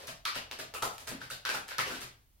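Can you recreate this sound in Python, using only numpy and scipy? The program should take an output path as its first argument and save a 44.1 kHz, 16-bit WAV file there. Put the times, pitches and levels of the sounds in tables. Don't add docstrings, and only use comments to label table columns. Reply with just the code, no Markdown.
import sys
import numpy as np
from scipy import signal
from scipy.fft import rfft, irfft
from scipy.io import wavfile
from scipy.ndimage import uniform_filter1d

SR = 44100
rng = np.random.default_rng(int(sys.argv[2]) if len(sys.argv) > 2 else 0)


def log_audio(samples):
    frames = np.atleast_2d(samples).T
    limited = np.clip(frames, -1, 1)
    pcm = np.round(limited * 32767).astype(np.int16)
    wavfile.write(sys.argv[1], SR, pcm)


def boost(x):
    u = np.asarray(x, float) / 20
    return 10 ** u


N = 105840
LEAD_S = 0.06


def evened(x):
    return x / np.sqrt(np.sum(x ** 2) + 1e-20)


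def read(points, hz):
    f, value = np.transpose(points)
    return np.interp(np.log(hz + 1), np.log(f + 1), value)


def add(mix, s, sound):
    start = max(round((s + LEAD_S) * SR), 0)
    part = mix[start:][:len(sound)]
    part += sound[:len(part)]


# (frequency [Hz], left-right correlation [-1 to 1])
PORT_LIKENESS = [(40, .98), (130, 0.95), (290, 0.7), (640, 0.3), (1410, -0.43), (3100, 0.35), (6820, -0.41),
                 (15000, 0.)]
# (frequency [Hz], left minus right [dB])
PORT_BALANCE = [(60, -4), (110, 5.5), (200, -3), (380, 2), (700, 3), (1290, 0.5), (2380, 2), (4400, 1.5),
                (8120, 1), (15000, -3)]


def pair(z, hz):
    same = np.clip(read(PORT_LIKENESS, hz), -1, 1)[:, None]
    lean = boost(read(PORT_BALANCE, hz) / 2)[:, None]
    left = z[0] * lean
    right = (same * z[0] + np.sqrt(1 - same ** 2) * z[1]) / lean
    return np.array([left, right])


# (frequency [Hz], density [dB per Hz])
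AIR_SPECTRUM = [(20, -17), (33, -13), (45, 1), (62, -14), (82, 1), (125, -20), (170, -21.5), (450, -32),
                (8000, -37), (16000, -33)]
AIR_DB = -64.5


def air():
    real, imag = rng.standard_normal((N // 2048 + 5, 4097, 2, 2)).T
    hz = np.fft.rfftfreq(8192, 1 / SR)
    spectrum = pair(real + 1j * imag, hz) * boost(read(AIR_SPECTRUM, hz))[:, None]
    tone = signal.istft(spectrum, nperseg=8192, noverlap=6144)[1][:, :N]
    return boost(AIR_DB) * evened(tone) * np.sqrt(2 * N)


def flattened(x, size):
    z = rfft(np.roll(x, 128))
    local_power = uniform_filter1d(abs(z) ** 2, size=size)
    return evened(irfft(z / np.sqrt(local_power + 1e-12)))


# (frequency [Hz], density [dB per Hz])
CARD_SPECTRUM = [(120, -48.5), (200, -15.5), (289, -12.5), (933, -7.5), (1480, -3.5), (4680, -6),
                 (7830, -11), (12600, -12.5), (16000, -22)]


def colour(body_db, edge_db, treble_db, size=2048):
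    hz = abs(np.fft.fftfreq(size, 1 / SR))
    tilt = read([(700, body_db), (1300, 0), (2200, 0.0092), (3000, edge_db), (5000, edge_db),
                 (7000, treble_db)], hz)
    log_gain = np.log(boost(read(CARD_SPECTRUM, hz) + tilt) + 1e-5)
    phase = -signal.hilbert(log_gain).imag
    response = np.fft.ifft(np.exp(log_gain + 1j * phase)).real
    return evened(response[:size // 2])


# (time [s], peak [dB], body [dB], treble [dB], length [s])
SLIDE_EVENTS = [(-.05, -28, 10, -1.5, 0.023), (0.016, -34, 4, -2, .03), (0.068, -25, 0.5, 1, 0.024),
                (0.265, -23, -7, -10, 0.044), (0.343, -24.5, -2, -5, 0.024), (0.586, -24, -2, -1, 0.016),
                (0.738, -28.5, 4, 20, 0.019), (.785, -55, -7, -1, .03), (0.822, -17.5, 4, 4, 0.0087),
                (0.921, -37.5, -9, 4, 0.025), (0.997, -35.5, 10, 5, 0.034), (1.069, -22.5, 4.5, 5, 0.018),
                (1.201, -30, 3.5, -3.5, 0.043), (1.299, -25.5, -6, 4.5, 0.017),
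                (1.455, -27.5, -11, -1, 0.027), (1.532, -21, 4.5, 2, 0.019), (1.677, -29, -5.5, 2, 0.026),
                (1.784, -24.5, 3, 5, 0.029), (1.855, -22.5, 3, -2, 0.065), (1.905, -30.5, 15.5, 6.5, 0.019),
                (1.937, -27, 1.5, -2.5, 0.032), (2.002, -25.5, -4, 1, 0.032)]
SLIDE_DB = 5
GRIT_PER_S, GRIT_DB = 2600, 3


def slide(start, db, body_db, treble_db, length):
    u = np.arange(8192) / SR / max(length, 0.003)
    chance, size, sign = rng.random((8192, 3)).T
    contacts = (chance < GRIT_PER_S / SR) * (sign - 0.5)
    sizes = boost(-GRIT_DB * np.log(size + 0.024))
    stroke = u ** 1.2 * np.exp(-4.0 * u)
    grit = flattened(contacts * sizes * stroke, size=40)
    sound = signal.fftconvolve(grit, colour(body_db, 0, treble_db))
    return start - 128 / SR, boost(db + SLIDE_DB) * sound


# (time [s], peak [dB], frequency [Hz], duration [cycles])
THUD_EVENTS = [(-.03, -62, 195, 2.5), (0.029, -48, 465, 5.1), (0.082, -46, 178, 1.35),
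               (0.359, -41, 256, 0.63), (0.589, -41, 375, 2), (0.64, -55, 159, 1.7),
               (0.743, -43.5, 436, 3.8), (.822, -27, 870, 0.96), (0.823, -40.5, 414, 4.5),
               (.830, -51, 130, 1.13), (1.091, -46, 133, 1.5), (1.114, -41, 265, 4.3),
               (1.127, -55.5, 290, 4.5), (1.218, -53, 134, 2.1), (1.310, -40, 610, 1.9),
               (1.315, -53, 130, 1.2), (1.545, -39.5, 390, 1.1), (1.784, -43.5, 155, 1.5),
               (1.864, -36, 443, 2.7), (1.901, -43, 310, 2.1), (1.920, -43, 265, 3.5),
               (1.945, -43.5, 370, 1.8), (2.009, -46, 380, 2.8), (2.038, -52.5, 100, 1.2)]
THUD_DB = -2


def thud(start, db, hz, cycles):
    u = np.arange(4096) / SR * hz / cycles
    push = u * np.exp(2 - 4.85 * u)
    return start, boost(db + THUD_DB) * np.sin(2 * np.pi * cycles * u) * push


# (time [s], peak [dB], frequency [Hz])
POP_EVENTS = [(0.083, -48, 1710), (.084, -46, 667), (.254, -29.5, 1244), (0.255, -29, 2300),
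              (0.255, -29.5, 1415), (0.258, -26.5, 4270), (0.356, -29, 2900), (0.513, -38.5, 2760),
              (.593, -43, 647), (0.593, -40, 1585), (0.742, -34, 1300), (0.749, -33, 2660),
              (0.824, -25.5, 1330), (.824, -31.5, 855), (.826, -37, 660), (.828, -35, 1036),
              (.980, -53, 700), (1.076, -36.5, 1670), (1.208, -37.5, 1514), (1.302, -36.5, 1510),
              (1.309, -37, 2840), (1.311, -31.5, 3860), (1.312, -32.5, 4660), (1.451, -26, 1530),
              (1.49, -26.5, 1564), (1.497, -28.5, 2580), (1.54, -29.5, 1404), (1.540, -39.5, 858),
              (1.541, -38, 2340), (1.709, -30.5, 1495), (1.725, -43.5, 3700), (1.782, -31, 1610),
              (1.785, -30, 1263), (1.800, -25.5, 1990), (1.857, -30, 2770), (1.906, -32, 1490),
              (2.021, -49, 1600)]
POP_Q = 9.3


def pop(start, db, hz):
    turn = np.arange(2048) / SR * hz
    swell = np.minimum(turn / 1.93, 1)
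    return start, boost(db) * np.sin(2 * np.pi * turn) * swell * np.exp(-np.pi * turn / POP_Q)


# (time [s], peak [dB], body [dB], edge [dB], treble [dB])
SNAP_EVENTS = [(0.252, -25, -28, -10.5, -15.5), (0.354, -31, -20, -20, -22), (0.5122, -33, -20, -16.5, -22),
               (0.738, -34, -16.5, -17, -24), (0.98, -38, -26.5, -19, -18), (1.114, -37, -20.5, -21.5, -38),
               (1.451, -25.5, -31, -19, -27.5), (1.490, -25.5, -23, -19, -22.5),
               (1.688, -37, -23.5, -22.5, -23), (1.708, -34.5, -28.5, -23, -37),
               (1.782, -18.5, -27, -21, -27)]
SNAP_DB, SNAP_S = 1.5, 0.0011


def snap(start, db, body_db, edge_db, treble_db):
    strikes = rng.standard_normal(512) * np.exp(-np.arange(512) / SR / SNAP_S)
    blow = flattened(strikes, size=3)
    sound = np.convolve(blow, colour(body_db + 26, edge_db + 18.5, treble_db + 20))
    sound = np.pad(sound, (100, 0)) + 0.04 * np.pad(sound, (0, 100))
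    return start - 180 / SR, boost(db + SNAP_DB) * sound / abs(sound).max()


# (time [s], peak [dB], body [dB], treble [dB])
BEAM_EVENTS = [
    (.2525, -25, -36, -26),
    (.5113, -29, -24, -34),
    (.8255, -30, -12, -22),
    (0.9805, -41, -26, -12),
    (1.1150, -34, -6, -44),
    (1.4900, -30, -26, -30),
    (1.5390, -33, -16, -32),
    (1.6800, -39, -34, -6),
]


def beam(start, db, body_db, treble_db):
    return snap(start, db, body_db, -15, treble_db)


# (time [s], peak [dB], frequency [Hz])
KNOCK_EVENTS = [(.3595, -33, 1490), (.2600, -30, 4300), (0.5120, -31, 2600), (0.5195, -38, 1490),
                (.6000, -32, 1570), (.8325, -26, 1320), (.8330, -29, 850), (.9345, -40, 1300),
                (1.0785, -31, 1640), (1.1240, -37, 270), (1.1420, -41, 255), (1.2150, -35, 1520),
                (1.3035, -30, 1520), (1.3150, -35, 4200), (1.3170, -34, 1520), (1.4585, -23, 1480),
                (1.4735, -33, 3800), (1.4985, -27, 1560), (1.5065, -29, 2750), (1.5490, -31, 1480),
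                (1.7165, -29, 1480), (1.7330, -36, 3700), (1.789, -22, 1320), (1.8040, -28, 3700),
                (1.8100, -28, 2500), (1.8330, -30, 2100), (1.8630, -33, 2900), (1.9135, -34, 1460),
                (2.0240, -39, 1450)]


def knock(start, db, hz):
    return pop(start, db, hz)


# (frequency [Hz], decay time T60 [s])
REVERB_DECAY = [(100, 0.63), (260, 0.3), (700, 0.44), (1840, 0.34), (4850, 0.33), (12800, 0.23)]
# (delay [s], level [dB])
REFLECTIONS = [(0, 2.5), (.0022, -5), (.0045, -9), (.0075, -2), (.0092, -4), (.0150, -7), (.0170, -8),
               (.0230, -8), (.0250, -9), (.0310, -9)]
# (frequency [Hz], level [dB], decay time T60 [s])
STANDING_WAVES = [(130, -19, 0.64), (264.5, -25.5, 0.49)]
ROOM_DB, BUILD_S = 8.5, 0.013
SCATTER_S, ECHO_DULL = 0.0004, 0.45


def room(x, size=26460):
    t = np.arange(size) / SR
    taps = np.zeros((2, size))
    at = np.arange(0, size - 10, 10) + rng.integers(0, 10, (2, size // 10 - 1))
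    np.put_along_axis(taps, at, rng.choice([-1., 1.], at.shape), 1)
    hz, frame_s, z = signal.stft(taps, SR, nperseg=512)
    decay = boost(-60 * frame_s / read(REVERB_DECAY, hz)[:, None])
    tail = signal.istft(pair(z * decay, hz), SR, nperseg=512)[1][:, :size]
    tail = boost(ROOM_DB) * evened(tail * (1 - np.exp(-t / BUILD_S))) * np.sqrt(2)
    for f, db, t60 in STANDING_WAVES:
        tail += boost(db - 60 * t / t60 - 22.5) * np.sin(2 * np.pi * f * t)
    for delay, db in REFLECTIONS:
        skew = rng.integers(0, 2 + round(delay * 500), 2)
        for ear, late in zip(tail, round(delay * SR) + skew):
            scatter = 0.7 * rng.standard_normal(64) + (t[:64] == 0) * 2
            scatter = scatter * np.exp(-t[:64] / SCATTER_S)
            scatter = signal.lfilter([1], [1, -ECHO_DULL * (delay > 0)], scatter)
            ear[late:late + 64] += boost(db) * evened(scatter)
    return signal.fftconvolve(x[None], tail, axes=1)


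def scene():
    lead = round(LEAD_S * SR)
    paths = np.zeros((4, N + lead))
    sources = ((slide, SLIDE_EVENTS), (thud, THUD_EVENTS), (pop, POP_EVENTS), (snap, SNAP_EVENTS))
    for make, table in sources:
        for k, row in enumerate(table):
            add(paths[k % len(paths)], *make(*row))
    direct = np.zeros(N + lead)
    for make, table in ((beam, BEAM_EVENTS), (knock, KNOCK_EVENTS)):
        for row in table:
            add(direct, *make(*row))
    reverberant = sum(room(path)[:, lead:lead + N] for path in paths)
    return reverberant + direct[lead:] + air()


def top_cut(x):
    return signal.sosfilt(signal.butter(12, 16650, fs=SR, output="sos"), x)


def record(dry):
    edge = signal.firwin(1201, 16400, window=("kaiser", 8), fs=SR)
    mix = signal.oaconvolve(dry, edge[None], "same")
    return top_cut(mix)


dry = scene()
out = record(dry)
log_audio(out)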